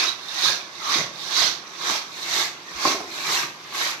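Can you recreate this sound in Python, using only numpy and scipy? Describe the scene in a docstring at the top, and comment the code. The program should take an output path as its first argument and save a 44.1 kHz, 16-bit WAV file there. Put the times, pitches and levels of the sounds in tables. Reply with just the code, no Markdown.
"""A dry, gritty swish comes about twice a second, with short echoes from a walled courtyard.
Two people are swinging a wooden-framed sieve to and fro. On each swing leaves, grit and dust slide
over the mesh: a quiet creep, then a swish that rubs the frame and sets the wires zinging.
Pebbles clack on the rim, and now and then the load knocks against the wood, once hard."""
import sys
import numpy as np
from scipy import signal
from scipy.fft import rfft, irfft
from scipy.io import wavfile

SR = 44100
rng = np.random.default_rng(int(sys.argv[2]) if len(sys.argv) > 2 else 0)


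def unload_wav(signal):
    """Save mono or channel-first audio to the path in sys.argv[1] as 16-bit WAV at rate SR, clipped to [-1, 1]."""
    wavfile.write(
        sys.argv[1],
        SR,
        np.round(np.clip(np.atleast_2d(signal).T, -1, 1) * 32767).astype(np.int16),
    )


N = 176400
T = np.arange(N) / SR
HZ = np.maximum(np.fft.rfftfreq(N, 1 / SR), 1)

# The courtyard's background tone. Each row: frequency in Hz, relative level in dB.
AIR_SPECTRUM = [(25, -60), (50, -16), (100, -4.5), (160, 4), (240, -0.5), (340, 7), (500, 0), (1100, 5),
                (3000, -14), (8000, -54), (15000, -42)]
# How long the walls echo. Each row: frequency in Hz, seconds to fall 60 dB.
YARD_T60 = [(380, 1), (1100, 0.46), (12000, 0.35)]
AIR_DB, WALL_DELAY_S = -48, 0.016

# Dull bumps. Each row: centre in seconds, width in seconds, pitch in Hz, level in dB.
BUMPS = [(0.962, .0025, 290, -27), (2.765, .014, 62, -49)]
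# The heap drops back on the mesh. Each row: start in seconds, level in dB.
THUDS = [(0.45, -42.5), (0.945, -35.5), (1.41, -41.5), (3.39, -45)]
# The tone of that landing. Each row: frequency in Hz, relative level in dB.
THUD_SPECTRUM = [(40, -45), (90, -23), (135, 2), (200, -3), (280, -5.5), (400, -1), (700, -2), (1200, -41)]
THUD_ATTACK_S, THUD_HOLD_S, THUD_DECAY_S = 0.017, 0.058, 0.06

# Pebbles hit the rim; hard pieces hit the frame. Each row: start in seconds, level in dB.
CLACKS = [(2.395, -29.5), (3.387, -25), (3.4052, -27), (3.4316, -19.5), (3.4375, -29)]
KNOCKS = [(0.958, -28), (1.422, -21), (2.8522, -4.5), (2.8559, -8.5), (2.8596, -17), (2.871, -23),
          (2.918, -23)]
# How rim and frame ring. Each row: pitch in Hz, relative level in dB, seconds to fall 60 dB.
RIM_MODES = [(1216, -4, 0.049), (1605, 1.5, 0.096), (2160, -9, 0.042)]
WOOD_MODES = [(332, -22, 0.26), (374, -23, 0.3), (415, -29, 0.29), (519, -43, 0.06), (596, -24, 0.1),
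              (792, -20, 0.023), (1060, -2.5, 0.027), (1150, -31, 0.018), (1440, -41, 0.035)]
SMALL_LOW_HZ = 584   # pebbles and twigs give little below this
CONTACT_HZ, FRAME_LOW_HZ = 2160, 320   # the blows are soft, and the open frame radiates no deep bass

# Resonances of the chattering frame, the rubbed frame, the wire mesh and a thin, close leaf rustle.
# Each row: centre in Hz, width in Hz, relative level in dB.
CHATTER_RESONANCES = [(350, 35, -1), (402, 66, 5), (668, 130, 7.5), (1025, 230, -7)]
RUB_RESONANCES = [(360, 34, -14.5), (1100, 34, -5), (1110, 240, 4.5), (1556, 87, -0.5), (2115, 33, -1.5)]
WIRE_RESONANCES = [(3698, 80, 9), (3930, 56, 8.5), (4164, 67, 7.5), (5030, 52, 3), (6050, 97, -7)]
RUSTLE_RESONANCES = [(11500, 910, 0)]
CHATTER_DB, CHATTER_HOLD_S, CHATTER_DECAY_S = -26.5, 0.064, 0.056
WIRE_WANDER, WIRE_WANDER_HZ = 0.013, 1.8   # share of the pitch, and how fast it moves
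# The rustle fades in. Each row: time in seconds, level in dB against the dust's sizzle.
RUSTLE_FADE = [(2.6, -27), (3.15, -13.5), (3.8, -8.5)]

# The heap scrapes along the frame; a hard piece drags over one wire.
# Each row: start in seconds, length in seconds, level in dB, first and last pitch in Hz.
FRAME_SCRAPES = [(0.79, 0.19, -27, 1280, 1110), (1.81, 0.079, -39, 1190, 1110),
                 (3.27, 0.073, -30.5, 1100, 1100)]
WIRE_ZINGS = [(0.06, 0.084, -26, 3840, 3910), (0.24, 0.17, -37.5, 3700, 3720),
              (0.42, 0.068, -23, 3844, 3880), (1.33, 0.11, -22.5, 3900, 3780),
              (3.31, 0.061, -28, 3830, 4030)]

# The tone of each sliding material. Each row: frequency in Hz, relative level in dB.
DUST_SPECTRUM = [(4000, -2), (7000, 15), (8300, 7), (9300, -3), (10500, -4), (11600, 3), (12800, 0.5),
                 (15000, -6.5)]
GRIT_SPECTRUM = [(2000, -68), (3000, -8.5), (3400, -2), (4600, -1.5), (5200, -3.5), (5650, -2.5),
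                 (6100, -0.5), (6600, -9.5), (7500, -32.5)]
LEAF_SPECTRUM = [(70, -49), (110, -24), (160, -12.5), (250, -17.5), (340, -2.5), (480, -9.5), (700, -1),
                 (1000, -3), (1800, 4), (2500, 2.5), (3000, -2.5), (5500, -43)]
RATTLES_PER_S, RATTLE_DB = 170, -8.5   # twigs and stones; level against the leaves' crunch
# The swings. Each row: moment of fastest slide, base rise and base fall in seconds; levels in dB of
# leaves, grit, dust, frame rub and wires; swish shape (2 is a bell, more is flatter on top);
# base level of the creep in dB against the swish.
SWINGS = [(0.025, 0.11, 0.057, -27.5, -24.5, -41.5, -30.5, -26, 1.9, -8),
          (0.47, 0.063, 0.05, -26, -22, -39, -34, -20.5, 1.4, -18.5),
          (0.962, 0.074, 0.054, -27.5, -23, -39, -31, -26, 1.84, -19.5),
          (1.417, 0.065, 0.066, -26, -19, -34, -31, -23.5, 1.83, -14.5),
          (1.911, 0.059, 0.06, -28, -24.5, -35, -30, -29, 1.7, -21.5),
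          (2.388, 0.079, 0.068, -26.5, -25, -31.5, -33.5, -28, 2.33, -11.5),
          (2.88, 0.057, 0.049, -26.5, -23.5, -33, -26, -36, 1.7, -19.5),
          (3.334, 0.071, 0.089, -26, -26, -31.5, -35, -29, 2.4, -11.5),
          (3.836, 0.084, 0.085, -29, -28.5, -35.5, -31, -33, 3.2, -20)]
CREEP_LEAD_S, CREEP_WIDTH_S = 0.12, 0.092   # the load starts to shift before the swish

# How alike the microphone's two ports sound. Each row: frequency in Hz, correlation from -1 to 1.
PORT_LIKENESS = [(30, 0.34), (120, 0.94), (330, 0.95), (700, 0.63), (1150, 0.53), (1600, -0.43),
                 (2400, 0.23), (3100, -0.044), (4200, 0.17), (5200, -0.051), (15000, 0.091)]
# Stereo balance facing the ground and facing the sieve. Each row: frequency in Hz, left minus right in dB.
BALANCE_TO_GROUND = [(500, -0.5), (1700, -1), (2300, 3), (2800, -1), (3700, -15), (5000, -15), (6050, -23),
                     (7000, 4), (8500, 0), (11000, 11), (13000, 14), (15000, -8)]
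BALANCE_TO_SIEVE = [(500, -0.5), (1700, -2), (2300, 4), (2800, 3), (3700, -9), (5000, -8), (6050, -16),
                    (7000, -3), (8500, 1.5), (11400, 10), (13000, 12), (15000, -12)]
# Tone change in both ports when facing the sieve. Each row: frequency in Hz, gain in dB.
EQ_TO_SIEVE = [(420, 1), (650, -1), (1100, -0.5), (1900, -1), (2550, 0.5), (6000, 0), (7800, -1),
               (9800, 0.5)]
TILT_START_S, TILT_END_S, CUTOFF_HZ = 1.5, 2.2, 15250


def from_db(db):
    """Decibels to gain."""
    return 10 ** (np.asarray(db) / 20)


def unit_rms(x):
    """Scale to rms 1."""
    return x / np.sqrt(np.mean(x ** 2) + 1e-20)


def at_hz(points, hz):
    """Read a table on a log-frequency axis."""
    f, value = np.transpose(points)
    return np.interp(np.log(hz), np.log(f), value)


def colour(x, spectrum):
    """EQ a signal with a spectrum; rms 1."""
    return unit_rms(irfft(rfft(x) * from_db(at_hz(spectrum, HZ)), N))


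def drift(rate_hz):
    """A smooth random wobble; rms 1."""
    return unit_rms(irfft(rfft(rng.standard_normal(N)) / (1 + (HZ / rate_hz) ** 2), N))


def butter(x, hz, kind):
    """A gentle filter."""
    return signal.sosfilt(signal.butter(2, hz, kind, fs=SR, output="sos"), x)


def ring(clicks, hz, t60):
    """A unit click sets a sine of height 1 ringing."""
    r, w = from_db(-60 / (t60 * SR)), 2 * np.pi * hz / SR
    return signal.lfilter([0, np.sin(w)], [1, -2 * r * np.cos(w), r * r], clicks + 1e-18)


def strike(blows, modes, vary_db):
    """Ring a table of modes; every blow gives each mode a strength of its own."""
    s, db = np.transpose(blows)
    out = np.zeros(N)
    for hz, mode_db, t60 in modes:
        clicks = np.zeros(N)
        clicks[(s * SR).astype(int)] = from_db(db + mode_db + vary_db * rng.standard_normal(len(s)))
        out -= ring(clicks, hz, t60)
    return out


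def resonate(x, resonances):
    """Pass a signal through parallel resonances; rms 1."""
    out = 0
    for hz, width_hz, db in resonances:
        peak = signal.iirpeak(hz, hz / width_hz, fs=SR)
        out = out + from_db(db) * unit_rms(signal.lfilter(*peak, x))
    return unit_rms(out)


def sing(x, hz, width_hz):
    """Pass a signal through one resonance whose centre moves; rms 1."""
    turn = np.exp(2j * np.pi * np.cumsum(hz) / SR)
    pole = np.exp(-np.pi * width_hz / SR)
    return unit_rms((turn * signal.lfilter([1], [1, -pole], x / turn)).real)


def grains(per_s, size_db, clump_db, clump_hz):
    """Tiny random contacts of uneven size that come in clumps, heard along two paths."""
    born = rng.random(N) < per_s / SR
    size = from_db(size_db * np.minimum(rng.exponential(1, N), 4) + clump_db * drift(clump_hz))
    return born * size * rng.standard_normal((2, N))


def shifting(x, patchy_db, rate_hz):
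    """Narrow bands swell and fade on their own as different pieces take turns to scrape."""
    edges = np.geomspace(500, 7000, 22)
    spectrum, band_of = rfft(x), np.digitize(HZ, edges)
    bands = (irfft(spectrum * (band_of == k), N) for k in range(len(edges) + 1))
    return unit_rms(sum(band * from_db(patchy_db * drift(rate_hz)) for band in bands))


def slide(levels_db, creep_db, rest_db, stretch, early_s=0.0):
    """One material's envelope: a creep and a swish per swing, over a steady trickle."""
    coarse_t = T[::40]
    power = from_db(rest_db) ** 2
    for (s, rise, fall, *_, shape, base_creep_db), db in zip(SWINGS, levels_db):
        t = coarse_t - s + early_s
        swish = np.exp(-.5 * np.abs(t / (stretch * np.where(t < 0, rise, fall))) ** shape)
        creep = from_db(base_creep_db + creep_db) * np.exp(-.5 * ((t + CREEP_LEAD_S) / CREEP_WIDTH_S) ** 2)
        power = power + from_db(db) ** 2 * (swish ** 2 + creep ** 2)
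    return np.interp(T, coarse_t, np.sqrt(power))


def at_ports(field):
    """Spread-out sound reaches both ports much alike in the bass and nearly unrelated in the treble."""
    alike = at_hz(PORT_LIKENESS, HZ)
    mid, side = rfft(field)
    return irfft(np.sqrt((1 + alike) / 2) * mid + np.sqrt((1 - alike) / 2) * side * [[1], [-1]], N)


def air():
    """A faint, steady bed of courtyard noise."""
    return from_db(AIR_DB) * colour(rng.standard_normal((2, N)), AIR_SPECTRUM)


def wall_echoes(x):
    """Diffuse echoes from the walls; the treble dies first."""
    t, tail = T[:SR], 0
    edges = np.geomspace(80, 16000, 9)
    for low, high in zip(edges, edges[1:]):
        band = butter(rng.standard_normal((2, SR)), [low, high], "band")
        t60 = at_hz(YARD_T60, np.sqrt(low * high))
        even_energy = np.sqrt(2 * np.log(1000) / (t60 * SR))
        tail = tail + band * from_db(-60 * t / t60) * even_energy
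    tail = np.pad(tail, ((0, 0), (int(WALL_DELAY_S * SR), 0)))
    return signal.fftconvolve(x, tail, axes=1)[:, :N]


def bumps():
    """Short, soft bumps in the bass."""
    return sum(from_db(db) * np.exp(-.5 * ((T - s) / width_s) ** 2) * np.sin(2 * np.pi * hz * (T - s))
               for s, width_s, hz, db in BUMPS)


def thuds():
    """The falling heap lands as a soft, low patter."""
    envelope = 0
    for s, db in THUDS:
        attack = np.clip((T - s) / THUD_ATTACK_S, 0, 1)
        decay = np.exp(-np.maximum(T - s - THUD_HOLD_S, 0) / THUD_DECAY_S)
        envelope = envelope + from_db(db) * attack * decay
    return envelope * colour(grains(per_s=3300, size_db=-2.0, clump_db=-1.5, clump_hz=40), THUD_SPECTRUM)


def clacks():
    """Pebbles bounce against the rim with a bright clack, heard along two paths."""
    return butter([strike(CLACKS, RIM_MODES, vary_db=6.0) for _ in range(2)], SMALL_LOW_HZ, "high")


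def knocks():
    """Each knock is a soft contact that rings the wooden frame's modes."""
    return butter(strike(KNOCKS, WOOD_MODES, vary_db=1.5), [FRAME_LOW_HZ, CONTACT_HZ], "band")


def chatter():
    """The hardest knock leaves the loose frame and mesh chattering for a moment."""
    t = T - max(KNOCKS, key=lambda knock: knock[1])[0]
    envelope = from_db(CHATTER_DB) * (t > 0) * np.exp(-np.maximum(t - CHATTER_HOLD_S, 0) / CHATTER_DECAY_S)
    contacts = grains(per_s=1400, size_db=2.5, clump_db=-5.5, clump_hz=40)
    return envelope * resonate(contacts, CHATTER_RESONANCES)


def drags(rows, width_hz, crest):
    """A piece drags along: its contacts feed one gliding resonance that swells to a crest and dies."""
    times = [t for s, length, *_ in rows for t in (s, s + length)]
    glide_hz = np.interp(T, times, [hz for row in rows for hz in row[3:]])
    envelope = sum(from_db(db) * np.interp((T - s) / length, [0, crest, 1], [0, 1, 0])
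                   for s, length, db, *_ in rows)
    return envelope * sing(grains(per_s=2500, size_db=-2.5, clump_db=1.0, clump_hz=50), glide_hz, width_hz)


def frame_rub(levels_db):
    """A woody rasp: dense small contacts keep the frame's resonances sounding."""
    rasp = resonate(grains(per_s=3000, size_db=0.3, clump_db=1.8, clump_hz=50), RUB_RESONANCES)
    return rasp * slide(levels_db, creep_db=0.0, rest_db=-49.5, stretch=0.99, early_s=0.016)


def wires(levels_db):
    """The mesh zings under the grit, even in the creep; its pitches wander as the weight shifts."""
    contacts = grains(per_s=7500, size_db=3.5, clump_db=-0.7, clump_hz=40)
    zing = sum(from_db(db) * sing(contacts, hz * (1 + WIRE_WANDER * drift(WIRE_WANDER_HZ)), width_hz)
               for hz, width_hz, db in WIRE_RESONANCES)
    return unit_rms(zing) * slide(levels_db, creep_db=4.0, rest_db=-71, stretch=0.77, early_s=0.01)


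def dust(levels_db):
    """The finest grains sizzle through the mesh, joined by a thin rustle of leaves."""
    sizzle = colour(grains(per_s=29000, size_db=-2.0, clump_db=1.3, clump_hz=50), DUST_SPECTRUM)
    rustle = resonate(grains(per_s=12000, size_db=7.0, clump_db=1.5, clump_hz=50), RUSTLE_RESONANCES)
    mix = sizzle + from_db(np.interp(T, *np.transpose(RUSTLE_FADE))) * rustle
    return mix * slide(levels_db, creep_db=1.5, rest_db=-62, stretch=0.86)


def rattles(count=18, ring_cycles=45):
    """Twigs and small stones click, each ringing briefly at a pitch of its own."""
    pitches = np.geomspace(1300, 5600, count) * rng.uniform(.96, 1.04, count)
    born = rng.random(N) < RATTLES_PER_S / SR
    clicks = born * rng.standard_normal((2, N))
    piece = rng.integers(0, count, N)
    ringing = sum(ring(clicks * (piece == k), hz, ring_cycles / hz) for k, hz in enumerate(pitches))
    return unit_rms(butter(ringing, SMALL_LOW_HZ, "high"))


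def leaves(levels_db):
    """Dry leaves tumble with a coarse crunch, twigs and stones among them."""
    crunch = colour(grains(per_s=8000, size_db=1.5, clump_db=0.1, clump_hz=60), LEAF_SPECTRUM)
    crunch = shifting(crunch, patchy_db=3.5, rate_hz=9.8)
    mix = unit_rms(crunch + from_db(RATTLE_DB) * rattles())
    return mix * slide(levels_db, creep_db=2.5, rest_db=-46.5, stretch=0.94, early_s=-0.0076)


def grit(levels_db):
    """Grit hisses across the wires."""
    hiss = colour(grains(per_s=20000, size_db=1.5, clump_db=.5, clump_hz=60), GRIT_SPECTRUM)
    hiss = shifting(hiss, patchy_db=2.0, rate_hz=25)
    return hiss * slide(levels_db, creep_db=-1, rest_db=-46.5, stretch=0.95)


def scene():
    """The mix: sliding load, echoes and air spread wide, knocks and bumps in the centre."""
    leaves_db, grit_db, dust_db, rub_db, wire_db = np.transpose(SWINGS)[3:8]
    load = leaves(leaves_db) + grit(grit_db) + wires(wire_db) + dust(dust_db) + frame_rub(rub_db)
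    load += thuds() + chatter()
    load += drags(FRAME_SCRAPES, width_hz=106, crest=0.62)
    load += drags(WIRE_ZINGS, width_hz=64, crest=0.31)
    load += clacks()
    wood = knocks()
    echoes = wall_echoes(from_db(-9.0) * load + from_db(-5.5) * wood)
    return at_ports(load + echoes + air()) + wood + bumps()


def record(dry):
    """Each port colours the treble in its own way, less so as the microphone tilts up; the top is cut."""
    hz = np.maximum(np.fft.rfftfreq(2 * N, 1 / SR), 1)
    spectrum, heard = rfft(dry, 2 * N), []
    low_pass = 1 / np.sqrt(1 + (hz / CUTOFF_HZ) ** 300)
    for balance, both_db in ((BALANCE_TO_GROUND, 0), (BALANCE_TO_SIEVE, at_hz(EQ_TO_SIEVE, hz))):
        ports = from_db(at_hz(balance, hz) * np.array([[.5], [-.5]]))
        ports /= np.sqrt(np.mean(ports ** 2, axis=0))   # constant-power pan
        heard.append(irfft(spectrum * ports * from_db(both_db) * low_pass)[:, :N])
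    facing_ground, facing_sieve = heard
    tilt = np.interp(T, [TILT_START_S, TILT_END_S], [0, 1])
    return (1 - tilt) * facing_ground + tilt * facing_sieve


dry = scene()
out = record(dry)
unload_wav(out)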